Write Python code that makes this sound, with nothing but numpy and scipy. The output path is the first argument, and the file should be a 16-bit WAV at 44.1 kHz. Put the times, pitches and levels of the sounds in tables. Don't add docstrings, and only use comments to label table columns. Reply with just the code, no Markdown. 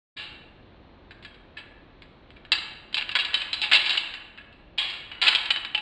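import sys
import numpy as np
from scipy import signal
from scipy.fft import rfft, irfft
from scipy.io import wavfile
from scipy.ndimage import uniform_filter1d

SR = 44100
rng = np.random.default_rng(int(sys.argv[2]) if len(sys.argv) > 2 else 0)


def waveform_to_disk(signal):
    frames = np.transpose(np.atleast_2d(signal))
    scaled = np.clip(frames, -1, 1) * 32767
    samples = np.round(scaled).astype(np.int16)
    wavfile.write(sys.argv[1], SR, samples)


N = 256220
OPENS_S = 0.16

# t/s, relative level near 2.8 kHz/dB, chatter/s, main ring f/Hz,
# weight/dB, brightness/dB
BLOWS = [(1.109, -52.5, .012, 1600, 15.5, 1), (1.226, -50.5, 0.017, 3210, 3, 0),
         (1.249, -45.5, 0.0058, 3240, 8.5, 2), (1.344, -59.5, 0.0073, 1570, 10, 1),
         (1.571, -39.5, 0.028, 1710, 6, -4.5), (2.021, -50.5, 0.0057, 2165, 7.5, -0.5),
         (2.305, -52.5, 0.0037, 3230, 5.5, -6), (2.364, -54, .01, 2320, 7, -7),
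         (2.451, -51, 0.0064, 1670, 11.5, -5), (2.5195, -20.5, 0.0097, 2810, 3, 4),
         (2.928, -43.5, 0.0057, 2980, 2.5, 0), (2.944, -27, 0.011, 3080, -2.5, 3),
         (2.969, -23.5, 0.024, 2800, 0, -1.5), (3.011, -27.5, 0.017, 3090, -0.5, -7.5),
         (3.092, -32.5, 0.0042, 2800, 5.5, -3), (3.115, -35.5, 0.01, 2630, 1.5, 1.5),
         (3.153, -21.5, 0.014, 3360, 9.5, 1.5), (3.189, -22, 0.03, 2820, -7.5, -1.5),
         (3.249, -27, 0.008, 2680, -13, -2.5), (3.334, -34, 0.0041, 3110, 6, -9),
         (3.342, -22, .007, 3036, -1.5, 1.5), (3.416, -30.5, 0.011, 2510, 2.5, -3),
         (3.53, -26.5, .013, 4020, -3, 4), (3.617, -26, 0.0089, 4110, -10.5, 3.5),
         (3.63, -22.5, 0.031, 3700, -1.5, -4), (3.715, -18, 0.02, 2800, 7, -1.5),
         (3.733, -13.5, 0.016, 2773, -2, 2), (3.75, -14.5, 0.022, 2730, -8, -0.5),
         (3.856, -28.5, 0.013, 3060, -0.5, 4), (3.895, -22, 0.012, 2740, -1.5, 3.5),
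         (3.95, -34, 0.0037, 3180, 11, -4), (3.974, -20.5, 0.0083, 2960, -8.5, -0.5),
         (4.139, -36.5, 0.013, 2990, 8.5, 2), (4.376, -42, .014, 1670, 7, -9),
         (4.527, -53, 0.0051, 2710, -10.5, -5.5), (4.778, -41.5, 0.0095, 3410, 3, 0.5),
         (4.782, -22, 0.015, 3280, -6, -3), (4.9, -38.5, 0.0091, 3000, 0.5, 5),
         (5.116, -39, 0.0084, 2920, 4.5, -7.5), (5.216, -20.5, 0.046, 3060, 4, 4),
         (5.267, -17, 0.015, 2600, -2.5, -3), (5.281, -15.5, 0.0085, 3040, 0.5, 2),
         (5.327, -28.5, 0.011, 3100, 11, 4), (5.35, -15, 0.0097, 3220, -11, -3),
         (5.457, -29, 0.0068, 2630, 3, -1.5), (5.5045, -17.5, 0.0094, 3007, 2, -1),
         (5.561, -27, 0.012, 2940, 4, -4), (5.649, -30.5, 0.0092, 2610, 4.5, -3),
         (5.748, -15.5, .004, 3000, -11.5, -13), (5.777, -29, .01, 2630, 1.5, -6.5)]
# t/s, relative level/dB
ROOM_SEND = [(1.5, -1.5), (2.52, -1.5), (3.0, -6), (3.3, 0), (3.72, -1), (3.86, 10), (3.98, -4.5),
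             (4.78, 7), (5.21, 4), (5.28, -1.5), (5.75, -7)]
def knife(force_db=41, direct_db=1.68, forward_db=-3, opening_db=-28):
    direct, forward, sideways = np.zeros((3, N))
    t = np.arange(6000) / SR
    grips = [steel_modes(t) for _ in range(9)]
    for k, (start, db, *character) in enumerate(BLOWS):
        modes = grips[k % len(grips)]
        send_db = np.interp(start, *np.transpose(ROOM_SEND))
        hit = clack(t, modes, db + force_db, *character)
        add(direct, start, hit * undb(direct_db))
        add(forward, start, hit * undb(send_db + forward_db))
        add(sideways, start, clack(t, modes, db + force_db + send_db, *character))
    for path, modes in zip((forward, sideways), grips):
        hit = blow(t, modes, opening_db + force_db, tone_db=(-16.5, -10, -6),
                   chatter_s=0.038, ring_hz=2708, ring_db=11)
        add(path, OPENS_S, hit)
    return direct, forward, sideways


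def clack(t, modes, db, chatter_s, ring_hz, weight_db, bright_db, rebound_s=0.0105):
    tone_db = np.array([-14.5 + 0.48 * weight_db, -10 + weight_db, -5 + bright_db])
    ring_db = 9.5 - 5 * np.log2(chatter_s / 0.01)
    hit = blow(t, modes, db, tone_db, chatter_s, ring_hz, ring_db)
    rebound = blow(t, modes, db - 13, tone_db + (3.5, 2.5, 2.5),
                   chatter_s=0.0093, ring_hz=2703, ring_db=7)
    add(hit, rebound_s, rebound)
    return hit


def blow(t, modes, db, tone_db, chatter_s, ring_hz, ring_db):
    contacts = pivot_chatter(t, chatter_s)
    mode_gains = undb(-2 * rng.standard_normal(len(modes)))
    body = mode_gains @ modes + ring(t, ring_hz, ring_db, t60=0.028)
    body[0] += 1
    knock_db, low_db, high_db = tone_db
    eq_hz = [120, 420, 780, 1700, 2800, 4100, 8000]
    eq_db = [knock_db - 17, knock_db - 7, knock_db, low_db, 0, high_db, high_db - 3]
    hz = np.fft.rfftfreq(len(t), 1 / SR)[1:]
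    shape_db = db + np.interp(np.log(hz), np.log(eq_hz), eq_db)
    gain_db = shape_db - contour(contacts, width_hz=480) - contour(body, width_hz=1500)
    struck = signal.fftconvolve(contacts, body)[:len(t)]
    return colour(struck, np.c_[hz, gain_db])


def pivot_chatter(t, chatter_s, contacts_per_s=1300, grit=0.22):
    touches = rng.random(len(t)) < contacts_per_s / SR
    strength = rng.uniform(-1.07, 1, len(t))
    impacts = strength * touches * np.exp(-(t / chatter_s) ** 2)
    crack = grit * rng.standard_normal(len(t)) * fade(t, t60=0.012)
    impacts[0] = crack[0] = 1
    return signal.fftconvolve(impacts, crack)[:len(t)]


# f/Hz, level against the bare crack/dB, t60/s
STEEL_MODES = [(336.7, 11, 0.21), (861, 3, 0.12), (991, -5.5, 0.13), (1493, -7, 0.047), (1688, 5, 0.063),
               (1770, -8.5, 0.093), (2202, -5.5, 0.031), (2423, -1.5, 0.055), (2652, 5.5, .12),
               (2976, -2.5, 0.17), (3220, -5.5, 0.058), (3350, -10.5, 0.15), (3990, -12, 0.24),
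               (3855, 6.5, 0.095), (3990, 2, 0.05), (4617, 7, 0.11), (4710, 2, 0.037), (7350, 9.5, 0.13),
               (8100, 14, 0.18), (9100, 4.5, 0.088)]
def steel_modes(t, detune=0.0036):
    return np.array([ring(t, hz * (1 + detune * rng.standard_normal()), db, t60)
                     for hz, db, t60 in STEEL_MODES])


def ring(t, hz, db, t60):
    return undb(db) * 2 * np.log(1000) / (t60 * SR) * np.cos(2 * np.pi * hz * t) * fade(t, t60)


# t/s, f/Hz, level/dB, t60/s
RING_OUTS = [(1.568, 1750, -40.5, 0.12), (1.578, 2657, -40.5, 0.21), (1.578, 3930, -51.5, 0.13),
             (2.52, 4080, -23.5, 0.1), (2.52, 4630, -14.5, 0.098), (2.518, 7520, -21, 0.13),
             (2.52, 880, -49.5, 0.056), (3.617, 847, -33.5, 0.18), (5.505, 3890, -29, 0.26),
             (5.749, 2930, -37, 0.024), (5.749, 850, -32.5, 0.32)]
def singing_steel():
    track = np.zeros(N)
    t = np.arange(SR // 2) / SR
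    for start, hz, db, t60 in RING_OUTS:
        add(track, start, undb(db) * np.sin(2 * np.pi * hz * t) * fade(t, t60))
    return track


# f/Hz, relative level/dB, t60/s
REVERB_BANDS = [(150, 5, 0.57), (504, 2.5, 1), (1290, 3, 0.94), (2470, -1, 0.82), (3950, -0.5, 0.64),
                (5300, -3, 0.47), (8000, -1.5, 0.63)]
def room(x, wet_db=-4, predelay_s=0.0054, attack_s=0.0016, early_per_s=1200, mixing_s=0.05):
    t = np.arange(SR) / SR
    density = np.minimum(early_per_s / SR * (1 + (t / mixing_s) ** 2), 1)
    echoes = rng.standard_normal(SR) * (rng.random(SR) < density) / np.sqrt(density)
    spectrum = rfft(echoes)
    log_hz = np.log(np.maximum(np.fft.rfftfreq(SR, 1 / SR), 1))
    centres = np.log(np.array(REVERB_BANDS)[:, 0])
    tail = np.zeros(SR)
    for share, (_, db, t60) in zip(np.eye(len(centres)), REVERB_BANDS):
        band = irfft(spectrum * np.interp(log_hz, centres, share), SR)
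        tail += band * undb(db) * fade(t, t60)
    tail *= np.clip((t - predelay_s) / attack_s, 0, 1)
    return undb(wet_db) * signal.fftconvolve(x, tail / np.linalg.norm(tail))[:N]


# f/Hz, level/dB
MIC_EQ = [(30, -11.5), (4100, 1), (4700, -7), (5200, -14), (5700, -35.5), (6200, -43), (6700, -27),
          (7300, -20.5), (8200, -23), (9200, -32), (9700, -43.5), (10300, -55)]
def microphone(x):
    return colour(x, MIC_EQ)


# f/Hz, relative level/dB
ROOM_TONE = [(15, -31), (25, -0.5), (59, -1.5), (134, -7.5), (227, -7.5), (365, -7.5), (404, -13),
             (519, -11.5), (1280, -19.5), (1380, -21), (4160, -27.5), (4830, -43), (10000, -77.5),
             (13000, -101), (22000, -120)]
def room_tone(rms_db=-52):
    bed = colour(rng.standard_normal(N), ROOM_TONE, size=8192)
    return bed / np.sqrt(np.mean(bed ** 2)) * undb(rms_db)


def gain_control(x, threshold_db=-24, memory_s=0.5, slope=0.38):
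    keep = np.exp(-1 / (memory_s * SR))
    power = signal.lfilter([1 - keep], [1, -keep], x ** 2)
    return x * (1 + power / undb(threshold_db) ** 2) ** -slope


def undb(db):
    return 10 ** (np.asarray(db) / 20)


def fade(t, t60):
    return np.exp(-np.log(1000) * t / t60)


def add(track, start, x):
    i = int(start * SR)
    track[i:i + len(x)] += x[:len(track) - i]


def colour(x, points, size=2048):
    hz, db = np.transpose(points)
    grid_hz = np.maximum(np.fft.rfftfreq(size, 1 / SR), 1)
    gain = undb(np.interp(np.log(grid_hz), np.log(hz), db))
    cepstrum = irfft(np.log(gain))
    cepstrum[1:size // 2] *= 2
    cepstrum[size // 2 + 1:] = 0
    impulse = irfft(np.exp(rfft(cepstrum)))
    return signal.fftconvolve(x, impulse)[:len(x)]


def contour(x, width_hz):
    power = np.abs(rfft(x)[1:]) ** 2
    return 10 * np.log10(uniform_filter1d(power, int(width_hz * len(x) / SR)))


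def scene():
    direct, forward, sideways = knife()
    singing = singing_steel()
    reverb = room(forward + 0.5 * singing) + room(sideways + 0.5 * singing)
    return (microphone(direct + singing + reverb) + room_tone())[None]


def record(dry, fade_in_s=0.0082, top_hz=10000):
    fade_in = np.clip((np.arange(N) / SR - OPENS_S) / fade_in_s, 0, 1)
    high_cut = signal.ellip(8, 0.2, 70, top_hz, fs=SR, output="sos")
    return signal.sosfilt(high_cut, gain_control(dry * fade_in))


dry = scene()
out = record(dry)
waveform_to_disk(out)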